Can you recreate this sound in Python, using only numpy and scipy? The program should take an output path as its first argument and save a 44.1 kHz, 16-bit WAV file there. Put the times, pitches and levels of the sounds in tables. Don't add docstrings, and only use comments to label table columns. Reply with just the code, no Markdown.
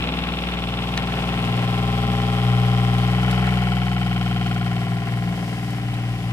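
import sys
import numpy as np
from scipy import signal
from scipy.fft import rfft, irfft, next_fast_len
from scipy.io import wavfile
from scipy.ndimage import uniform_filter1d

SR = 44100
rng = np.random.default_rng(int(sys.argv[2]) if len(sys.argv) > 2 else 0)


def transcribe(signal):
    frames = np.atleast_2d(signal).T
    limited = np.clip(frames, -1, 1)
    pcm = np.round(limited * 32767).astype(np.int16)
    wavfile.write(sys.argv[1], SR, pcm)


N = 278830
T = np.arange(N) / SR


def undb(db):
    return 10 ** (np.asarray(db) / 20)


def curves(table):
    s, *columns = np.transpose(table)
    return [np.interp(T, s, column) for column in columns]


def swells(rows):
    return sum(height * np.exp(-((T - s) / half_s) ** 2) for s, half_s, height in rows)


def walk(rate):
    k = int(SR / rate)
    steps = np.repeat(rng.standard_normal(N // k + 1), k)
    return 1.3 * uniform_filter1d(uniform_filter1d(steps, k), k)[:N]


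def filtered(x, response):
    size = next_fast_len(N + 8192)
    hz = np.maximum(np.arange(size // 2 + 1) * SR / size, 1)
    return irfft(rfft(x, size) * response(hz), size)[..., :N]


def colour(x, points):
    hz, db = np.transpose(points)
    return filtered(x, lambda f: undb(np.interp(np.log(f), np.log(hz), db)))


def ring(x, modes):
    edges = [.8 * modes[0][0], 1.25 * modes[-1][0]]
    x = signal.sosfilt(signal.butter(2, edges, "band", fs=SR, output="sos"), x)
    out = 0
    for k, (hz, width, db) in enumerate(modes):
        mode = signal.lfilter(*signal.iirpeak(hz, hz / width, fs=SR), x)
        out = out + (-1) ** k * undb(db) * mode
    return out


def pair(shape, apart):
    apart = np.clip(apart, 0, 1)
    common = rng.standard_normal(shape)
    separate = rng.standard_normal((2, *shape))
    return np.sqrt(1 - apart) * common + np.sqrt(apart) * separate


PORT_LAG_S = 0.00015


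def ports(x, left_db, lag_s=PORT_LAG_S):
    late = filtered(x[-1], lambda f: np.exp(-2j * np.pi * f * lag_s))
    return np.array([x[0] * undb(left_db / 2), late * undb(-left_db / 2)])


def level(x, db):
    power = uniform_filter1d(x.mean(0) ** 2, size=13230)
    return x * undb(db) / np.sqrt(power + 1e-18)


def bursts(rows, t60, apart):
    envelope = sum(undb(db) * (T >= s) * undb(-60 * np.clip(T - s, 0, 1) / t60) for s, db in rows)
    return envelope * pair((N,), apart)


# time in seconds, turns a second in Hz.
MOTOR_SPEED = [(0.0, 60.77), (0.61, 59.62), (1.04, 60.28), (1.06, 59.53), (2.49, 60.24), (3.02, 59.8),
               (3.26, 61.76), (4.05, 60.84), (4.22, 60.07), (4.61, 59.74), (4.82, 58.66), (5.05, 59.04),
               (6.32, 59.07)]
TURNS_PER_CYCLE = 3


def motor_cycle():
    return np.cumsum(curves(MOTOR_SPEED)[0]) / SR / TURNS_PER_CYCLE


# time in seconds, pressure from 0 to 1.
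HOSE_PRESSURE = [(0, 0.14), (1.6, 0.18), (2.4, 0.24), (3.05, 0.36), (3.18, 0.46), (3.55, .6), (4.0, 0.9),
                 (6.32, 0.46)]


def hose_pressure():
    return np.clip(curves(HOSE_PRESSURE)[0], 0, 1)


LOAD_STAGES = (.145, .22, .7)


def under_load(stage_db, pressure):
    return np.interp(pressure, LOAD_STAGES, stage_db)


VALVE_SEATING = [(.12, 0), (.2, .6), (.32, .9), (.7, 1)]


def valve_seating(pressure):
    return np.interp(pressure, *np.transpose(VALVE_SEATING))


# frequency in Hz, relative level in dB.
WATER_SPECTRUM = [(25, -13), (40, -17), (60, -3.5), (130, 5), (250, -1), (480, -4.5), (800, -7.5),
                  (1500, -7), (3000, -3), (5000, -37), (9000, -57)]
# centre in seconds, half length in seconds, rise in dB.
FLOW_SURGES = [(.08, 0.35, 5), (.55, 0.078, 2.2), (1.35, 0.47, 4.9), (3.4, 0.28, 7.3)]
WATER_DB, WATER_SEATED_DB = -38.5, -3


def water(cycle, seated, pulse_db=3.0, pulse_place=0.77):
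    rush = colour(pair((N,), apart=0.2), WATER_SPECTRUM) * undb(1.5 * walk(20))
    rush = rush * undb(pulse_db * np.cos(2 * np.pi * TURNS_PER_CYCLE * (cycle - pulse_place)))
    return level(ports(rush, left_db=2.0), WATER_DB + WATER_SEATED_DB * seated + swells(FLOW_SURGES))


# centre in seconds, half length in seconds, level in dB.
HOSE_RUBS = [(1.3, 0.57, -56), (5.548, 0.32, -49.5), (6.213, 0.28, -52.5)]
# frequency in Hz, relative level in dB.
RUB_SPECTRUM = [(1000, 2), (3800, -2), (5100, 4.5), (6300, -1), (12000, -5), (15700, -17)]


def rubbing(patchy_db=0.5):
    hiss = level(colour(pair((N,), apart=0.93), RUB_SPECTRUM), 0) * undb(patchy_db * walk(25))
    return hiss * swells([(s, half_s, undb(db)) for s, half_s, db in HOSE_RUBS])


# centre in seconds, half length in seconds, relative level in dB, centre pitch in Hz.
FINGER_SCUFFS = [(0.097, 0.06, -34.5, 440), (1.12, 0.044, -36, 1700), (1.185, 0.075, -37, 630),
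                 (1.287, 0.024, -41, 640), (1.58, 0.093, -37, 654), (2.223, 0.046, -40, 1850),
                 (3.464, .035, -34, 1900), (5.368, 0.054, -40, 553), (5.514, 0.057, -43, 540)]
SCUFF_SPREAD = 1.4


def scuffs(grain_db=4):
    out = 0
    for s, half_s, db, hz in FINGER_SCUFFS:
        grains = pair((N,), apart=.3) * undb(grain_db * walk(300))
        edges = [hz / SCUFF_SPREAD, hz * SCUFF_SPREAD]
        body = signal.sosfilt(signal.butter(2, edges, "band", fs=SR, output="sos"), grains)
        out = out + body / body.std() * swells([(s, half_s, undb(db))])
    return ports(out, left_db=-3.5)


# start in seconds, relative level in dB, pitch in Hz.
HOSE_BUMPS = [(0.07, -33, 261), (0.531, -42, 342), (2.052, -23.5, 192), (4.66, -35, 76.5),
              (4.851, -28, 124.5), (5.7, -47, 109.6), (5.908, -38, 110), (6.151, -42, 105),
              (6.211, -33, 105)]


def bumps(peak_s=0.022):
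    out = 0
    for s, db, hz in HOSE_BUMPS:
        age = np.clip(T - s, 0, 1)
        envelope = age / peak_s * np.exp(1 - age / peak_s)
        out = out + undb(db) * envelope * np.sin(2 * np.pi * hz * age)
    return undb(-1) * out


# start in seconds, relative level in dB.
HOSE_CREAKS = [(2.939, -48), (2.982, -47), (3.23, -50), (3.3105, -41.5), (4.468, -50), (5.705, -51),
               (5.94, -50)]
# frequency in Hz, relative level in dB.
CREAK_SPECTRUM = [(2500, -29), (3800, 17.5), (5000, 6), (9000, 9), (15000, -4)]


def creaks():
    return undb(6) * colour(bursts(HOSE_CREAKS, t60=0.047, apart=0.49), CREAK_SPECTRUM)


# start in seconds, relative level in dB.
FITTING_CLICKS = [(.9762, -16), (2.22, -33), (3.469, -29)]
# frequency in Hz, width in Hz, relative level in dB.
FITTING_MODES = [(1350, 300, -4), (1809, 300, 6), (2514, 650, 0), (3400, 350, -1), (3830, 400, 2),
                 (4400, 450, -5), (6800, 3500, -14)]
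# frequency in Hz, relative level in dB.
CRACK_SPECTRUM = [(600, -22), (1400, 1), (4300, 1), (5500, -5), (9500, -11), (15000, -30)]


def clicks():
    snap = sum(undb(db) * (np.arange(N) == int(s * SR)) for s, db in FITTING_CLICKS)
    contact = undb(15.5) * snap + undb(-7) * bursts(FITTING_CLICKS, t60=.028, apart=.4)
    crack = colour(bursts(FITTING_CLICKS, t60=.013, apart=.4), CRACK_SPECTRUM)
    return undb(3.5) * crack + undb(9) * ring(contact, FITTING_MODES)


def handling():
    return ports(bumps() + creaks() + clicks(), left_db=1.5, lag_s=.00005)


# time in seconds, distance in m.
PHONE_DISTANCE = [(0, 0.63), (.8, 0.53), (1.5, 0.37), (2.5, 0.33), (3.5, 0.32), (3.9, 0.45), (4.5, 0.48),
                  (5.3, 0.59), (5.75, 0.74), (6.32, 0.86)]
REFERENCE_M = .3


def heard(source, pressure):
    db, doubling_db, pressure_db = source
    doublings = np.log2(curves(PHONE_DISTANCE)[0] / REFERENCE_M)
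    return db + doubling_db * doublings + pressure_db * pressure


SCREEN_FROM_S, SCREEN_OVER_S, SCREEN_DB, SCREEN_HZ = 4.4, 0.87, -13, 2500


def screened():
    return np.clip((T - SCREEN_FROM_S) / SCREEN_OVER_S, 0, 1)


SING_HZ, SING_HALF_WIDTH_HZ, SING_DB = 718, 9, 6.5


def tones(table, cycle, pressure, place, spread_rad, waver_db=1.5, waver_rad=0.24):
    out = 0
    for multiple, *stage_db in table:
        hz = multiple * np.gradient(cycle) * SR
        sing_db = SING_DB / (1 + ((hz - SING_HZ) / SING_HALF_WIDTH_HZ) ** 2)
        db = under_load(stage_db, pressure) + sing_db + waver_db * walk(3.02)
        smear = spread_rad * rng.standard_normal() + waver_rad * walk(3.67)
        out = out + undb(db) * np.cos(2 * np.pi * round(multiple) * (cycle - place) + smear)
    return np.sqrt(2) * out


# time in seconds, relative level in dB.
HUM_FIRST = [(0.0, -31.5), (1.44, -32.5), (1.6, -38), (1.88, -29), (2.52, -31.5), (3.44, -28),
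             (4.48, -33.5), (4.64, -36), (4.88, -41), (6.32, -38)]
# time in seconds, relative level in dB.
HUM_SECOND = [(0.0, -31), (0.16, -47), (0.48, -47), (0.68, -31.5), (1.2, -32.5), (1.56, -22.5),
              (1.92, -24.5), (2.4, -22.5), (2.48, -17.5), (3.96, -24.5), (4.6, -24.5), (5.68, -28.5),
              (6.12, -22), (6.2, -29.5), (6.32, -23.5)]
# level at 0.3 m in dB, change in dB per doubling of
# distance, dB added by full pressure.
HUM_THIRD = (-26.5, -7, 6.06)
# time in seconds, relative level in dB.
HUM_FOURTH_LEVEL = [(0, -39), (.7, -45), (1.5, -35), (1.7, -39), (2.1, -33), (2.65, -38.5), (2.95, -34.5),
                    (3.5, -47), (4.5, -37.5), (5.0, -42.5), (6.32, -44.5)]
# multiple of the pump cycle, slack dB, primed dB, pressurised dB.
HUM_OVERTONES = [(5, -46, -42, -48), (7, -39.5, -39.5, -41), (8, -37, -37.5, -37.5), (10, -41, -42, -40.5),
                 (11, -44, -53, -54), (13, -41.5, -43.5, -49), (15, -45, -43.5, -43.5), (16, -52, -49, -58),
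                 (17, -50, -54, -57)]


def hull(cycle, pressure, lead=0.16, fourth_rad=np.pi, waver_db=2.1):
    turn = 2 * np.pi * (TURNS_PER_CYCLE * cycle + lead)
    levels = curves(HUM_FIRST) + curves(HUM_SECOND) + [heard(HUM_THIRD, pressure)]
    hum = 0
    for k, db in enumerate(levels):
        wavering_db = db + waver_db * screened() * walk(18)
        hum = hum + undb(wavering_db) * np.cos((k + 1) * turn)
    hum = hum + undb(curves(HUM_FOURTH_LEVEL)[0]) * np.cos(4 * turn + fourth_rad)
    return np.sqrt(2) * hum + tones(HUM_OVERTONES, cycle, pressure, place=.128, spread_rad=.25)


# multiple of the pump cycle, then slack dB, primed dB and
# pressurised dB relative to the panel.
PANEL_HARMONICS = [(18, -11, -16, -14), (19, -8, -11, -13), (20, -13, -14, -12), (21, -7, -1, -9.5),
                   (22, -10, -8, -14), (24, -9, -21, -14), (26, -12, -27, -22), (27, -15, -13, -21),
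                   (28, -9, -12, -17), (31, -23, -18, -19), (32, -12, -13, -23)]
# level at 0.3 m in dB, dB per doubling of distance, dB added by full pressure.
PANEL_LEVEL = (-34, -6, 0)


def floor_panel(cycle, pressure):
    drone = tones(PANEL_HARMONICS, cycle, pressure, place=.93, spread_rad=1.44)
    return undb(heard(PANEL_LEVEL, pressure)) * drone


# multiple of the pump cycle, then slack dB, primed dB and
# pressurised dB relative to the housing.
HOUSING_HARMONICS = [(33, -7, -20, -20), (34, -22, -21, -17), (35, -7, -9, -7.5), (36, -18, -28, -13),
                     (37, -17, -15, -10), (38, -18, -18, -11), (39, -4, -5, -11), (40, -8, -2, -11),
                     (41, -13, -10, -12), (42, -13, -30, -14), (43, -11, -28, -14), (46, -14, -17, -19),
                     (52, -12, -11, -18), (53, -15, -15, -19), (57, -13, -15, -19)]
# level at 0.3 m in dB, dB per doubling of distance, dB added by full pressure.
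WHINE_LEVEL = (-33.7, -5, 0)


def housing_whine(cycle, pressure):
    whine = tones(HOUSING_HARMONICS, cycle, pressure, place=.76, spread_rad=0.77)
    return undb(heard(WHINE_LEVEL, pressure)) * whine


# frequency in Hz, left relative level in dB, right relative level in dB.
BRUSH_SPECTRUM = [(1970, 8, 1), (3150, 9, 21), (4300, 7.5, 9.5), (5200, 10, 3), (5280, 3, 9), (6660, 1, -6),
                  (7540, 0.5, 5.5), (8340, 4.5, 3), (8260, 0, 1), (10700, -1.5, -2), (13100, -6, 1.5),
                  (14500, -10.5, -6), (15700, -17, -19)]
# level at 0.3 m in dB, dB per doubling of distance, dB added by full pressure.
BRUSH_LEVEL = (-42.5, -4, 0.17)


def brushes(cycle, pressure, echo_db=-8, size=400):
    turn = 2 * np.pi * TURNS_PER_CYCLE * cycle
    scrape_db = 0.61 * np.cos(turn) + 1.32 * walk(200) + 0.15 * walk(3.7)
    scrape = pair((N,), apart=0.95) * undb(scrape_db)
    walls = undb(echo_db) * pair((size,), apart=0.66) / np.sqrt(size)
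    walls[:, 0] += 1
    scrape = signal.fftconvolve(scrape, walls, axes=1)[:, :N]
    hz, left, right = np.transpose(BRUSH_SPECTRUM)
    hiss = [colour(x, np.c_[hz, port_db]) for x, port_db in zip(scrape, (left, right))]
    return level(ports(hiss, left_db=7.0), heard(BRUSH_LEVEL, pressure))


# place in the cycle from 0 to 1, half length in seconds,
# pitch in Hz, glide in Hz per second, then slack, primed and pressurised relative levels in dB.
CHAMBER_GLIDES = [(.13, .007, 850, 4000, -16, -15, -7), (.22, .004, 1120, 10000, -9, -7, -12),
                  (.32, .003, 3150, 30000, -28, -4, -11), (.53, .005, 1080, 35000, -14, -7, -14),
                  (.67, .003, 3090, 0, -26, -6, -5), (.68, .003, 1385, 10000, -9, -1, 2),
                  (.8, .005, 1340, -11000, 0, -4, -16), (.98, .004, 3040, -20000, -24, -6, -6)]
# level at 0.3 m in dB, dB per doubling of distance, dB added by full pressure.
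CHAMBER_LEVEL = (-31, -4.5, 0)


def chambers(cycle, pressure, waver_db=1.14, waver_rad=0.12):
    out, cycle_s = 0, TURNS_PER_CYCLE / curves(MOTOR_SPEED)[0]
    for place, half_s, hz, glide, *stage_db in CHAMBER_GLIDES:
        age = ((cycle - place + .5) % 1 - .5) * cycle_s
        shadow_db = SCREEN_DB * screened() * min(hz / SCREEN_HZ, 1)
        db = under_load(stage_db, pressure) + waver_db * walk(20) + shadow_db
        angle = 2 * np.pi * (hz * age + glide * age ** 2 / 2) + waver_rad * walk(18) + walk(0.98)
        out = out + undb(db) * np.exp(-(age / half_s) ** 2) * np.cos(angle)
    return np.sqrt(2) * out * undb(heard(CHAMBER_LEVEL, pressure))


def strikes(cycle, pressure, blows, echo_db, loose, apart, uneven_db, t60=.03, drift=0.022, size=2048):
    out, count = np.zeros((2, N + 4 * size)), int(cycle[-1]) + 1
    fade = undb(-60 * np.arange(size) / SR / t60)
    fade *= undb(echo_db) / np.linalg.norm(fade)
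    loose = np.clip(loose, 0, 1)
    angle = drift * np.arange(count)[:, None]
    for place, *stage_db in blows:
        at = np.interp(np.arange(count) + place, cycle, np.arange(N), right=N)
        echoes = np.cos(angle) * pair((1, size), apart) + np.sin(angle) * pair((1, size), apart)
        rattle = pair((count, size), apart)
        hit = fade * (np.sqrt(1 - loose) * echoes + np.sqrt(loose) * rattle)
        hit[..., 0] += 1
        ramp = np.exp(-2j * np.pi * np.outer(at % 1, np.arange(size // 2 + 1)) / size)
        hit = irfft(rfft(hit) * ramp)
        db = under_load(stage_db, np.interp(at, np.arange(N), pressure))
        db = db + uneven_db * rng.standard_normal(count)
        for k, i in enumerate(at.astype(int)):
            out[:, i:i + size] += undb(db[k]) * hit[:, k]
    return out[:, :N]


def part(force, modes, pressure, db, left_db, lag_s=PORT_LAG_S):
    loaded = [(hz, width, under_load(stage_db, pressure)) for hz, width, *stage_db in modes]
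    return level(ports(ring(force, loaded), left_db, lag_s), db)


# place in the cycle from 0 to 1, then slack, primed and pressurised
# relative levels in dB.
KNOCK_BLOWS = [(.12, 2, 3, 0), (.42, -2, 0, -4), (.69, -5, -2, 2), (.81, 4, 0, -3), (.95, -3, -3, -4)]
# frequency in Hz, width in Hz, slack dB, primed dB, pressurised dB.
HOUSING_MODES = [(724, 32, -3, 0, -3), (753, 114, -4, -0.5, 8), (883, 170, -5, -16, -4)]
# level at 0.3 m in dB, dB per doubling of distance, dB added by full pressure.
KNOCK_LEVEL = (-44, -5, -1)


def housing_knocks(cycle, pressure):
    knocks = strikes(cycle, pressure, KNOCK_BLOWS, echo_db=-2, loose=.04, apart=.6, uneven_db=1.2)
    return part(knocks, HOUSING_MODES, pressure, heard(KNOCK_LEVEL, pressure), left_db=6.0)


# place in the cycle from 0 to 1, then slack, primed and pressurised
# relative levels in dB.
CLATTER_BLOWS = [(.04, -9, -4, -1), (.14, -5, -6, -6), (.295, -8, -1, -4), (.46, 2, -1, -6),
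                 (.545, -4, -4, -12), (.645, -9, -3, 1), (.80, 2, -5, -3), (.955, -1, 2, 2)]
# frequency in Hz, width in Hz, slack dB, primed dB, pressurised dB.
HEAD_MODES = [(1029, 96, 2.5, 3.5, 0), (1208, 110, -4, 1.5, -5), (1305, 113, 0, 4, -0.5),
              (1683, 240, -6, -3.5, -4.5), (1925, 140, -6, 3.5, 1), (2226, 81, 0, -1, 3)]
# level at 0.3 m in dB, dB per doubling of distance, dB added by full pressure.
CLATTER_LEVEL = (-37.5, -6, 1)


def head_clatter(cycle, pressure):
    clatter = strikes(cycle, pressure, CLATTER_BLOWS, echo_db=-1, loose=.12, apart=.85, uneven_db=1.2)
    return part(clatter, HEAD_MODES, pressure, heard(CLATTER_LEVEL, pressure), left_db=3.0)


# place in the cycle from 0 to 1, then slack, primed and pressurised
# relative levels in dB.
SLAP_BLOWS = [(.125, -7, -5, -12), (.3, -15, -1, -4), (.47, 1.5, .5, -10), (.545, -6, -6, -13),
              (.645, -12, -2, 2.5), (.805, 3.5, -4, -4), (.955, -6, -1, -1.5)]
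# frequency in Hz, width in Hz, slack dB, primed dB, pressurised dB.
VALVE_MODES = [(2460, 360, 4.5, -0.5, -6.5), (3006, 125, 3.5, 2.5, 4), (3197, 103, 4, 4, 0.5),
               (3600, 440, 4, -2.5, -11.5), (4280, 110, 0, -6.5, -11), (5120, 190, -10, -10, -17)]
# level at 0.3 m in dB, dB per doubling of distance, dB added by full pressure.
SLAP_LEVEL = (-39, 0.68, -2.1)
DRY_SLAP_DB, DRY_SLAP_S = 3, 0.38


def valve_slaps(cycle, pressure):
    slaps = strikes(cycle, pressure, SLAP_BLOWS, echo_db=-2.5, loose=.1, apart=.9, uneven_db=1.1)
    dry_db = DRY_SLAP_DB * np.exp(-T / DRY_SLAP_S)
    db = heard(SLAP_LEVEL, pressure) + SCREEN_DB * screened() + dry_db
    return part(slaps, VALVE_MODES, pressure, db, left_db=0.7, lag_s=0.00009)


def pump(cycle, pressure):
    drone = hull(cycle, pressure) + floor_panel(cycle, pressure) + housing_whine(cycle, pressure)
    blows = housing_knocks(cycle, pressure) + head_clatter(cycle, pressure) + valve_slaps(cycle, pressure)
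    notes = ports([chambers(cycle, pressure)], left_db=5.5)
    return ports([drone], left_db=2.5) + blows + notes + brushes(cycle, pressure)


def scene():
    cycle = motor_cycle()
    pressure = hose_pressure()
    hand = rubbing() + scuffs() + handling()
    return water(cycle, valve_seating(pressure)) + hand + pump(cycle, pressure)


TOP_HZ = 15750


def record(dry):
    return signal.sosfilt(signal.ellip(10, .2, 80, TOP_HZ, fs=SR, output="sos"), dry)


dry = scene()
out = record(dry)
transcribe(out)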